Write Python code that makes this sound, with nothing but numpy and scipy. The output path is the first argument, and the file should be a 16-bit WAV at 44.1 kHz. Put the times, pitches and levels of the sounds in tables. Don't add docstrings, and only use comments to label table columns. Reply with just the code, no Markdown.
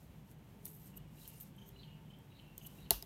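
import sys
import numpy as np
from scipy import signal
from scipy.fft import rfft, irfft
from scipy.io import wavfile

SR = 44100
rng = np.random.default_rng(int(sys.argv[2]) if len(sys.argv) > 2 else 0)


def materialize(psi):
    bounded = np.clip(np.atleast_2d(psi).T, -1, 1)
    quanta = np.round(bounded * 32767).astype(np.int16)
    wavfile.write(sys.argv[1], SR, quanta)


N = 134505


def amp(db):
    return 10 ** (np.asarray(db) / 20)


def unit(x):
    return x / np.sqrt(np.mean(x ** 2) + 1e-20)


def add(out, start_s, x):
    i = int(start_s * SR)
    out[i:i + len(x)] += x[:max(N - i, 0)]


def drift(rate_hz):
    knots = rng.standard_normal(int(N / SR * rate_hz) + 3)
    return np.interp(np.arange(N) / SR * rate_hz, np.arange(len(knots)), knots)


def coloured(spectrum, top_hz=15900):
    hz, db = np.transpose(spectrum)
    bins_hz = np.arange(N // 2 + 1) * SR / N + 1
    gain = amp(np.interp(np.log(bins_hz), np.log(hz), db)) * (bins_hz < top_hz)
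    return unit(irfft(rfft(rng.standard_normal(N)) * gain, N))


def ring(x, hz, t60_s):
    r, w = amp(-60 / (t60_s * SR)), 2 * np.pi * hz / SR
    return signal.lfilter([0, np.sin(w)], [1, -2 * r * np.cos(w), r * r], x + 1e-18)


def glide(length_s, hz0, hz1):
    return 2 * np.pi * np.cumsum(np.linspace(hz0, hz1, int(length_s * SR))) / SR


def contact(length_s):
    age = np.arange(400) / SR / length_s
    burst = rng.standard_normal(400) * age * np.exp(-2 * age)
    return burst / np.sqrt(np.sum(burst ** 2))


# frequency in Hz, relative gain in dB, T60 in seconds.
CONTACT_RESONANCES = [(3360, -12.5, 0.0033), (4000, -12.5, 0.00094), (5480, -14.5, 0.0043),
                      (6670, -10, 0.0018), (8010, -8.5, 0.0067), (9430, -10, 0.0045), (11740, -9.5, 0.012),
                      (11700, 3.5, 0.0023), (13200, 5, 0.0021), (13620, -0.5, 0.0082),
                      (15600, -9.5, 0.0033)]

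def contact_ring(force, spread_db):
    out = amp(-5) * np.diff(force, prepend=0)
    for k, (hz, db, t60_s) in enumerate(CONTACT_RESONANCES):
        gain = amp(db - 5 + spread_db * rng.standard_normal())
        out += (-1) ** k * gain * ring(force, hz, t60_s)
    return out


# start in seconds, level in dB, contact time in seconds, relative body gain in dB.
TIP_TICKS = [(0.313, -49, .0012, -20), (0.6536, -29, 0.0024, -12), (0.661, -38, 0.002, -19),
             (0.667, -45, 0.0022, 4), (0.682, -50, 0.00157, -22), (0.973, -39.5, 0.0019, -8),
             (1.277, -33.5, 0.00064, -20), (1.401, -39.5, 0.00068, -17), (1.408, -38, 0.001, -20),
             (1.564, -53.5, 0.0014, -18), (1.689, -43, 0.0018, -19), (2.187, -58, 0.00088, -22),
             (2.579, -29, 0.00076, -31), (2.6634, -43, .0012, -22), (2.6664, -37.5, 0.0013, -22),
             (2.67, -34, 0.00095, -14), (2.7064, -62, .0012, -10)]

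def ticks():
    out = np.zeros(N)
    for start_s, db, contact_s, body_db in TIP_TICKS:
        force = np.pad(contact(contact_s), (0, 2000))
        body = amp(body_db) * ring(force, hz=3180, t60_s=0.00079)
        add(out, start_s, amp(db) * (contact_ring(force, spread_db=2.5) + body))
    return out


# start and length in seconds, start and end level in dB, start and end pitch in Hz.
TIP_SLIDES = [(0.652, 0.054, -66, -82, 9060, 9300), (0.659, 0.15, -70, -75, 13400, 13400),
              (0.647, 0.13, -65, -75.5, 11160, 11430), (0.794, .087, -73, -72, 12970, 12100),
              (0.674, 0.019, -68, -74, 6470, 7000), (0.849, 0.035, -80, -71, 8640, 8500),
              (0.954, 0.028, -75, -56, 12750, 13300), (1.276, 0.034, -63, -70, 11200, 11300),
              (1.28, 0.029, -68, -72, 13300, 13200), (1.366, 0.022, -71, -73, 8920, 9200),
              (1.4, 0.042, -55.5, -64, 12960, 13200), (1.577, 0.12, -85.5, -79, 6300, 6420),
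              (1.654, 0.041, -83, -70, 13700, 13300), (2.588, .07, -84, -75, 6400, 6430),
              (2.62, 0.058, -76, -60, 12800, 13500)]

def slides(grains_per_s=6600, grit_db=2, sing_width_hz=650, sing_db=7, edge_s=0.0029):
    out = np.zeros(N)
    grains = rng.uniform(-1.18, 1, N) * (rng.random(N) < grains_per_s / SR)
    steps = np.repeat(rng.standard_normal(N // 90 + 1), 90)[:N]
    grit = amp(grit_db * np.clip(steps, -2, 2))
    scrape = unit(contact_ring(grains, spread_db=0))
    lowpass = signal.butter(2, sing_width_hz / 2, fs=SR, output="sos")
    slow_noise = unit(signal.sosfilt(lowpass, grains))[::-1]
    for start_s, length_s, db0, db1, hz0, hz1 in TIP_SLIDES:
        phase = glide(length_s, hz0, hz1)
        i, t = int(start_s * SR), np.arange(len(phase)) / SR
        span = slice(i, i + len(t))
        fade = np.clip(np.minimum(t, length_s - t) / edge_s, 0, 1)
        level = amp(db0 + (db1 - db0) * t / length_s)
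        offset = i + int(hz0)
        sing = amp(sing_db) * slow_noise[offset:][:len(t)] * np.sin(phase)
        add(out, start_s, fade * grit[span] * level * (scrape[span] + sing))
    return out


# time in seconds, level in dB.
RUSTLE_LEVELS = [(0, -71), (.1, -82), (.28, -77), (.32, -67), (.36, -86), (.5, -76.5), (.58, -80),
                 (.65, -69), (.78, -74.5), (.87, -66), (0.931, -73), (1.06, -82), (1.16, -69.5),
                 (1.27, -63.5), (1.34, -66.5), (1.47, -69), (1.52, -78), (2.5, -81), (2.6, -72.5),
                 (2.79, -70), (2.88, -75.5)]
# frequency in Hz, relative noise density in dB.
YARN_SPECTRUM = [(1500, -20), (2530, -10.5), (2740, -13), (2990, -14), (4940, -10.5), (8500, -9),
                 (10400, -9), (12200, -6), (13100, -1.5), (14000, -7.5), (15800, -15)]

def rustle(flicker_db=1.8, grain_db=1.5):
    times_s, db = np.transpose(RUSTLE_LEVELS)
    level_db = np.interp(np.arange(N) / SR, times_s, db)
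    roughness_db = flicker_db * drift(29.83) + grain_db * drift(400)
    return amp(level_db + roughness_db) * coloured(YARN_SPECTRUM)


# start in seconds, level in dB, relative table gain in dB, ping in Hz, relative ping gain in dB.
END_KNOCKS = [(2.9068, -2.5, -2, 4330, -20), (2.9079, -11, -2.5, 4320, -14.5),
              (2.9085, -18.5, -3, 2900, -13.5), (3.025, -29, 2.5, 5040, -10.5)]
# frequency in Hz, relative gain in dB, T60 in seconds.
SHAFT_MODES = [(3895, -26, 0.035), (8950, -42, .03), (10847, -36.5, 0.17), (11770, -46, 0.06)]
# notch frequency in Hz, Q.
REFLECTION_NOTCHES = [(10000, 4.6), (14800, 9)]

def knocks():
    out = np.zeros(N)
    impulse = signal.unit_impulse(9400)
    shaft = amp(0.5) * sum(amp(db) * ring(impulse, hz, t60_s) for hz, db, t60_s in SHAFT_MODES)
    table = table_top(len(impulse))
    for start_s, db, table_db, ping_hz, ping_db in END_KNOCKS:
        force = np.pad(contact(length_s=0.0004), (0, 9000))
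        crack = contact_ring(force, spread_db=0.47)
        ping = amp(ping_db) * ring(impulse, ping_hz, t60_s=0.013)
        add(out, start_s, amp(db) * (crack + ping + shaft + amp(table_db + 4) * table))
    for hz, q in REFLECTION_NOTCHES:
        out = signal.lfilter(*signal.iirnotch(hz, q, SR), out)
    return out


# frequency in Hz, relative gain in dB, T60 in seconds.
TABLE_MODES = [(48.3, -39, 0.25), (398, -23, 0.05), (540, -33, .03), (688, -24, 0.042), (887, -25, 0.034),
               (1090, -30, 0.018), (2010, -34, 0.034)]

def table_top(samples, from_hz=283, to_hz=52, sag_s=0.012, thump_t60_s=0.14, swell_s=0.0047):
    t = np.arange(samples) / SR
    impulse = signal.unit_impulse(samples)
    modes = sum(amp(db) * ring(impulse, hz, t60_s) for hz, db, t60_s in TABLE_MODES)
    thump_hz = to_hz + (from_hz - to_hz) * np.exp(-t / sag_s)
    thump = amp(-41 - 60 * t / thump_t60_s) * np.sin(2 * np.pi * np.cumsum(thump_hz) / SR)
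    return (modes + thump) * (1 - np.exp(-t / swell_s))


# frequency in Hz, relative noise density in dB.
TAIL_SPECTRUM = [(600, -13), (1000, -7), (2200, -18.5), (2900, -7), (4500, -8.5), (6400, -10.5),
                 (7200, -16), (9000, -12), (10300, -13), (11300, -8), (12000, -6.5), (13800, -2),
                 (14800, -22), (15400, -19), (15800, -20)]

def room_tail(t60_s=0.26, rise_s=0.00067, send_db=-36.5):
    power, t = np.zeros(N), np.arange(SR // 2) / SR
    decay = amp(-60 * t / t60_s) * np.minimum(t / rise_s, 1)
    for start_s, db, *_ in TIP_TICKS + END_KNOCKS:
        add(power, start_s, (amp(db + send_db) * decay) ** 2)
    return np.sqrt(power) * coloured(TAIL_SPECTRUM)


# offset and length in seconds, start and end base pitch in Hz, relative level in dB.
TRILL_NOTES = [(-.055, .045, 3150, 3270, -14), (-.003, 0.022, 2920, 3230, 0), (0.031, .024, 2920, 3250, 1),
               (0.05, 0.1, 3200, 3180, -13)]
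WHISTLE_NOTES = [(-0.11, 0.092, 3800, 3890, -13), (-.05, 0.053, 3980, 3760, -2),
                 (-0.02, .05, 4450, 3900, -8), (-0.069, 0.017, 2730, 2800, -1.5),
                 (-0.0025, 0.024, 3100, 4000, -9), (.0, 0.025, 3250, 2750, 2.5),
                 (-0.066, 0.29, 2750, 2730, -8.5)]
# time in seconds, level in dB, pitch factor.
TRILL_CALLS = [(.935, -66, 0.93), (1.58, -61.5, 1.02), (2.1, -61.5, 1.01), (2.61, -59, 0.96)]
WHISTLE_CALLS = [(1.245, -66.5, 1.02), (1.825, -60.5, 1.047), (2.385, -63.5, 1.005), (2.85, -62.5, 1.005)]

def bird(wobble_rad=0.9, hoarseness=0.7, flutter_hz=300):
    out = np.zeros(N)
    wobble = np.pad(wobble_rad * drift(150), (0, SR))
    for calls, notes in ((TRILL_CALLS, TRILL_NOTES), (WHISTLE_CALLS, WHISTLE_NOTES)):
        for call_s, call_db, pitch in calls:
            for offset_s, length_s, hz0, hz1, note_db in notes:
                start_s = call_s + offset_s
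                phase = glide(length_s, pitch * hz0, pitch * hz1)
                tone = np.sin(phase + wobble[int(start_s * SR):][:len(phase)])
                add(out, start_s, amp(call_db + note_db) * np.hanning(len(phase)) * tone)
    lowpass = signal.butter(2, flutter_hz, fs=SR, output="sos")
    flutter = unit(signal.sosfilt(lowpass, rng.standard_normal(N)))
    return out * (1 + hoarseness * flutter)


def outside_walls(x, t60_s=0.4, rise_s=0.016, wet_db=-4):
    t = np.arange(SR // 2) / SR
    tail = rng.standard_normal(len(t)) * amp(-60 * t / t60_s) * np.minimum(t / rise_s, 1)
    tail /= np.sqrt(np.sum(tail ** 2))
    return x + amp(wet_db) * signal.fftconvolve(x, tail)[:N]


# frequency in Hz, relative noise density in dB.
AIR_SPECTRUM = [(30, -33), (38, -11), (157, -4), (260, -11), (400, -17), (620, -21), (900, -22.5),
                (1300, -29), (2000, -29.5), (3000, -30.5), (4800, -40.5), (6500, -41), (10400, -45),
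                (13000, -40), (15800, -44)]
# frequency in Hz, nominal width in Hz, level in dB.
HUM_RESONANCES = [(53, 11, -66), (98, 10, -77.5), (128.1, 14, -66.5), (152.6, 7.4, -61.5),
                  (194.6, 6.6, -67), (896, 6.4, -81.5)]

def room_hum(air_db=-60, wander_db=1.0):
    out = amp(air_db + wander_db * drift(7.875)) * coloured(AIR_SPECTRUM)
    for hz, width_hz, db in HUM_RESONANCES:
        resonance = ring(rng.standard_normal(N + SR), hz, t60_s=2.64 / width_hz)
        out += amp(db) * unit(resonance[SR:])
    return out


# start and length in seconds, start and end pitch in Hz, level in dB.
FAR_GLIDES = [(0.467, 0.425, 395, 444, -68.5), (1.52, 0.378, 400.3, 388.5, -67)]

def far_tone():
    out = np.zeros(N)
    for start_s, length_s, hz0, hz1, db in FAR_GLIDES:
        phase = glide(length_s, hz0, hz1)
        add(out, start_s, amp(db) * np.sqrt(np.hanning(len(phase))) * np.sin(phase))
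    return out


def scene():
    knitting = ticks() + knocks() + slides() + room_tail() + rustle()
    return (knitting + outside_walls(bird()) + room_hum() + far_tone())[None]


def record(dry, low_hz=44, stop_hz=17000):
    highpass = signal.butter(6, low_hz, "high", fs=SR, output="sos")
    lowpass = signal.cheby2(20, 70, stop_hz, fs=SR, output="sos")
    return signal.sosfilt(lowpass, signal.sosfilt(highpass, dry))


dry = scene()
out = record(dry)
materialize(out)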